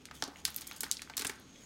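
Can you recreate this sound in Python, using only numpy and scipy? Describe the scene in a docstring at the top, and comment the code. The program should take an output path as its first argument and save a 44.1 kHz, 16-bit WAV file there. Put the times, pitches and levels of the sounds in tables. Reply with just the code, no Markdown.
"""Clear film is peeled off a glossy panel in a small room, close to a phone microphone.
Each release is a sharp snap or a short pop: a burst of tiny filtered clicks, followed by fading noise.
Strong tugs thump the panel as dying sine waves, and the snaps make it ring at higher pitches.
A fine rustle of flickering, filtered noise runs underneath, over the quiet hum of the room."""
import sys
import numpy as np
from scipy import signal
from scipy.fft import rfft, irfft
from scipy.io import wavfile
from scipy.ndimage import uniform_filter1d

SR = 44100
rng = np.random.default_rng(int(sys.argv[2]) if len(sys.argv) > 2 else 0)


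def unload_wav(signal):
    """Save mono or channel-first audio to the path in sys.argv[1] as 16-bit WAV at rate SR, clipped to [-1, 1]."""
    wavfile.write(
        sys.argv[1],
        SR,
        np.round(np.clip(np.atleast_2d(signal).T, -1, 1) * 32767).astype(np.int16),
    )


N = 72765  # length in samples


def gain_of(db):
    """Turn decibels into a factor for the amplitude."""
    return 10 ** (np.asarray(db) / 20)


def evened(x):
    """Scale a signal to an average (RMS) level of 1."""
    return x / np.sqrt(np.mean(x ** 2) + 1e-20)


def unit_energy(x):
    """Scale a signal so that its squares add up to 1."""
    return x / np.linalg.norm(x)


def read(points, hz):
    """Read a curve of (frequency, value) points, with frequency on a log scale."""
    f, value = np.transpose(points)
    return np.interp(np.log(hz + 1), np.log(f + 1), value)


def causal(gain):
    """Impulse response with this gain that starts at once (minimum phase)."""
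    log_gain = np.log(np.maximum(gain, 1e-4))
    full = np.r_[log_gain, log_gain[-2:0:-1]]  # both halves of the spectrum
    return np.fft.ifft(np.exp(full - 1j * signal.hilbert(full).imag)).real


TICKS = 24  # ticks after the leading one
LAG_TURNS = 0.8  # lower parts arrive later, by this many of their periods
SPREAD_TURNS = 1.5  # lower parts last longer, by this many of their periods
SHARP_MS = 1.24  # in clusters longer than this, later ticks can outgrow the leading one
ECHO_MS, ECHO_DB = 1.0, -2  # off the panel: middle delay, level against the leading tick


def tick_of(hz, octaves):
    """One tick: a click through a bell-shaped band, later for low pitches."""
    f = np.fft.rfftfreq(1024, 1 / SR) + 1
    tick = causal(np.exp(-(np.log2(f / hz) / octaves) ** 2 / 2))[:400]
    lag = np.zeros(int(LAG_TURNS * SR / hz))
    return np.r_[lag, tick][:400]


def click_train(hz, length_ms):
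    """A leading click, its panel echo and random clicks that thin out with time."""
    when, size = rng.random((2, TICKS))
    spread_s = length_ms / 1000 + SPREAD_TURNS / hz
    delay_s = -np.log(1 - 0.95 * when) * spread_s
    later_gain = 0.5 + (length_ms / SHARP_MS) ** 2 / 2
    train = np.zeros(2048)
    np.add.at(train, (delay_s * SR).astype(int), (2 * size - 1) ** 3 * later_gain)
    train[0] += 1
    echo_delay_ms = ECHO_MS * (0.5 + size[0])
    train[int(echo_delay_ms * SR / 1000)] += gain_of(ECHO_DB)
    return train


NEAR_DB, NEAR_T60 = -3, 0.052  # near scatter: level for very long clusters, time to fall 60 dB [s]
AFTER_DB, AFTER_T60, AFTER_LUMP_DB = -15.5, 0.38, 5  # crackle: level, fall time [s], lumpiness
ROOM_DB = -10
# How long the room rings in each band: (frequency [Hz], time to fall by 60 dB [s])
ROOM_FADE = [(400, 0.84), (2000, 0.37), (5000, 0.17), (13000, 0.11)]


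def room_tail(seconds):
    """Room reverberation: noise of energy 1 whose bands die at their own speed."""
    hz, t, z = signal.stft(rng.standard_normal(int(seconds * SR)), SR, nperseg=128)
    fade = gain_of(-60 * t / read(ROOM_FADE, hz)[:, None])
    return unit_energy(signal.istft(z * fade, SR, nperseg=128)[1])


def after_sound(length_ms):
    """Near scatter, lumpy crackle as the freed film settles, then the room: all fading noise."""
    t = np.arange(SR // 2) / SR
    scatter = rng.standard_normal(len(t)) * gain_of(-60 * t / NEAR_T60)
    lumps = evened(uniform_filter1d(rng.standard_normal(len(t)), size=120))
    crackle = rng.standard_normal(len(t)) * gain_of(AFTER_LUMP_DB * lumps - 60 * t / AFTER_T60)
    near_share = np.sqrt(length_ms / (length_ms + SHARP_MS))  # short clusters stay drier
    path = gain_of(NEAR_DB) * near_share * unit_energy(scatter)
    path += gain_of(AFTER_DB) * unit_energy(crackle)
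    path[300:] += gain_of(ROOM_DB) * room_tail(0.5)[:len(t) - 300]
    return path


def release(parts, length_ms):
    """Film letting go: ticks differ in each part (dB, Hz, octaves); their colour also tints the tail."""
    cluster, colour = 0, 0
    for db, hz, octaves in parts:
        tick = tick_of(hz, octaves)
        ticks = signal.fftconvolve(click_train(hz, length_ms), tick)
        gain = gain_of(db) * np.sqrt(SR / 100)  # the level counts over 10 ms
        cluster = cluster + gain * unit_energy(ticks)
        colour = colour + gain * unit_energy(tick)
    sound = signal.fftconvolve(colour, after_sound(length_ms))
    sound[:len(cluster)] += cluster
    return sound


# Broad snaps: (time [s], pitch of the low part [Hz], then low, middle, high and top part:
# level over 10 ms [dB] each, basic cluster length [ms])
SNAPS = [(0.0544, 2620, -52.5, -55, -53, -71, 0.93), (0.111, 1390, -48.5, -55.5, -79, -72, 1.5),
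         (0.2233, 1010, -37, -35.5, -51, -57, 0.51), (0.239, 920, -53.5, -40, -48, -63, 0.29),
         (0.2777, 970, -53, -56, -61, -70, 3.15), (0.4521, 2364, -39.5, -31, -33, -43, 0.69),
         (0.478, 1390, -47, -58, -50, -55, 2.98), (0.5445, 2880, -88, -53, -55, -54, 0.62),
         (0.5622, 2950, -58, -48.5, -47.5, -36, 1.7), (0.5789, 2300, -55.5, -50.5, -53.5, -57, 7.9),
         (0.61, 2900, -69, -56, -48.5, -55.5, 1.26), (0.6172, 1750, -55.5, -50.5, -54, -57, 3.5),
         (0.669, 2000, -62, -51.5, -52, -51, 2.8), (0.712, 1350, -45.5, -55, -59, -60, 0.7),
         (0.762, 2680, -66, -58, -53.5, -56, 8), (0.8066, 1920, -55, -42.5, -37.5, -41, 2.07),
         (0.8326, 1390, -41.5, -47, -41.5, -46, 1.82), (0.9136, 2970, -44.5, -34.5, -31, -43.5, 0.17),
         (1.0189, 1780, -50.5, -45.5, -49, -62, 1.37), (1.0976, 1230, -47.5, -53, -64, -70, 2.2),
         (1.1687, 1950, -50.5, -41, -39.5, -40, 1.9), (1.1777, 1400, -46.5, -37.5, -40, -51, 1.82),
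         (1.1932, 2430, -44, -45.5, -42, -47, 3.6), (1.2096, 2090, -45.5, -43, -52, -55, 2.56),
         (1.2197, 1690, -42.5, -45, -43.5, -67, 2.06), (1.2479, 1646, -36.5, -48.5, -42.5, -50, 1.86),
         (1.2528, 1460, -50, -48, -47, -73, 2), (1.268, 2410, -59, -42, -38, -57, 2.7),
         (1.2953, 1810, -40.5, -47, -46.5, -54, 2)]
# Centres of the middle, high and top part: (frequency [Hz])
UPPER_PART_HZ = [4670, 8250, 13100]
# Widths of the four parts, low to top: (width [octaves])
PART_WIDTHS = [0.84, 0.46, 0.383, 0.29]


def snaps():
    """Broad snaps, each built from four parts of the spectrum."""
    film = np.zeros(N + SR)
    for s, low_hz, *levels_db, length_ms in SNAPS:
        parts = zip(levels_db, [low_hz] + UPPER_PART_HZ, PART_WIDTHS)
        sound = release(parts, length_ms)
        film[round(s * SR):][:len(sound)] += sound
    return film[:N]


POP_OCT, POP_MS = 0.42, 0.47  # width in octaves, basic cluster length in ms
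# Narrow pops: (time [s], pitch [Hz], level over 10 ms [dB])
POPS = [(0.0862, 1670, -57), (.358, 2140, -53), (0.4485, 11000, -55), (0.5038, 13000, -50.5),
        (.675, 9200, -46.5), (0.694, 13500, -56), (0.7203, 4300, -51), (.7312, 12000, -59),
        (0.8411, 4270, -43), (.864, 1500, -48.5), (0.9212, 4870, -39.5), (0.9695, 4400, -44),
        (0.9932, 2400, -49.5), (1.0737, 1590, -56), (1.1367, 2470, -51), (1.3987, 11300, -64),
        (1.5573, 2210, -62.5)]


def pops():
    """Narrow pops of the film, each built from a single band."""
    film = np.zeros(N + SR)
    for s, hz, db in POPS:
        sound = release([(db, hz, POP_OCT)], POP_MS)
        film[round(s * SR):][:len(sound)] += sound
    return film[:N]


TUG_RISE_S = 0.0023
# Strong tugs: (time [s], then middle, lowest and upper panel mode: level [dB] each)
TUGS = [(0.227, -39, -40, -40), (0.277, -40.5, -67, -36.5), (0.831, -45.5, -52, -40.5),
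        (1.197, -43, -45, -38), (1.22, -44, -67, -39), (1.25, -40, -36, -35.5), (1.294, -45, -46.5, -34)]
# Low panel modes in that order: (middle of the random pitch, roughly [Hz], time to fall by 60 dB [s])
LOW_MODES = [(269.3, 0.12), (118, 0.035), (411.6, 0.041)]


def panel_thumps():
    """Tugs swell the low modes of the panel, which then die away as sine waves."""
    t = np.arange(SR // 2) / SR
    swell = 1 - np.exp(-(t / TUG_RISE_S) ** 2)
    out = np.zeros(N + SR)
    for s, *levels_db in TUGS:
        for db, (hz, t60) in zip(levels_db, LOW_MODES):
            wave = np.sin(2 * np.pi * hz * rng.uniform(0.924, 1.05) * t)
            out[round(s * SR):][:len(t)] += gain_of(db - 60 * t / t60) * swell * wave
    return out[:N]


# Higher panel modes: (frequency [Hz], strength of the ringing [dB], time to fall by 60 dB [s])
HIGH_MODES = [(897, -43.5, 0.058), (1565, -49, 0.12)]


def panel_ring(film):
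    """The sound of the film rings the panel's higher modes, as dying sine waves."""
    t = np.arange(SR // 2) / SR
    ring = sum(gain_of(db - 60 * t / t60) * np.sin(2 * np.pi * hz * t) for hz, db, t60 in HIGH_MODES)
    return signal.fftconvolve(film, ring)[:N]


PATCH_DB, FLICKER_DB = 3, 2.5  # strength of the drifting patches and of the quick flutter
WHISTLE_WIDTH_HZ = 260  # from the centre to half the lift
# Rustle of the moving film: (time [s], level [dB], treble level [dB])
RUSTLE = [(0, -65, -78), (.12, -91, -89), (0.149, -58, -58), (.21, -62.5, -64.5), (.3, -89, -75),
          (.39, -56.5, -67), (.44, -70, -75), (.6, -57, -70), (.74, -58, -69), (1.14, -67.5, -76.5),
          (1.401, -64, -84), (1.55, -64, -77), (1.65, -55, -66)]
# Colour of the rustle: (frequency [Hz], relative level per Hz [dB])
RUSTLE_TONE = [(500, -15), (1700, -9), (7000, -9.5), (16500, -19)]
# Narrow bands that stand out in the hiss: (frequency [Hz], lift [dB])
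WHISTLES = [(3300, 8), (6550, 10)]


def rustle():
    """Soft hiss with drifting patches, lower and treble part on their own levels."""
    s, *levels_db = np.transpose(RUSTLE)
    hz, t, z = signal.stft(rng.standard_normal(N + 256), SR, nperseg=256)
    patches = uniform_filter1d(rng.standard_normal(z.shape), size=2, axis=0)  # across frequency
    patches = evened(uniform_filter1d(patches, size=30, axis=1))  # along time
    flicker_db = FLICKER_DB * rng.standard_normal(len(t))
    lift_db = sum(db / (1 + ((hz - f) / WHISTLE_WIDTH_HZ) ** 2) for f, db in WHISTLES)
    tone_db = read(RUSTLE_TONE, hz) + lift_db
    z = z * gain_of(tone_db[:, None] + PATCH_DB * patches + flicker_db)
    low_share = 1 / (1 + (hz[:, None] / 7500) ** 6)
    out = 0
    for share, level_db in zip((low_share, 1 - low_share), levels_db):
        hiss = evened(signal.istft(z * share, SR, nperseg=256)[1][:N])
        out = out + hiss * gain_of(np.interp(np.arange(N) / SR, s, level_db))
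    return out


HUM_DB = -59
DRONE_HZ, DRONE_DB = 70.1, -67.5
# Colour of the room tone and microphone hiss: (frequency [Hz], relative level per Hz [dB])
HUM_TONE = [(25, -4.5), (252, 4), (687, -11.5), (5600, -20.5), (14800, -41), (16500, -71)]


def hum():
    """Low room tone and microphone hiss from shaped noise; a very narrow noise band wavers as a drone."""
    hz = np.fft.rfftfreq(N, 1 / SR)
    drone = irfft(rfft(rng.standard_normal(N)) / (1 + ((hz - DRONE_HZ) / 5) ** 2), N)
    tone = irfft(rfft(rng.standard_normal(N)) * gain_of(read(HUM_TONE, hz)) * (hz > 20), N)
    return gain_of(HUM_DB) * evened(tone) + gain_of(DRONE_DB) * evened(drone)


def scene():
    """Add the film, the panel it shakes, the rustle and the hum, as one channel."""
    film = snaps() + pops()
    panel = panel_thumps() + panel_ring(film)
    return (film + panel + rustle() + hum())[None]


EDGE_HZ = 16300


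def record(dry):
    """The band limit: a steep filter takes away what lies above the edge."""
    low_pass = signal.firwin(511, EDGE_HZ, window=("kaiser", 9), fs=SR)
    return signal.oaconvolve(dry, low_pass[None], "same")


dry = scene()
out = record(dry)
unload_wav(out)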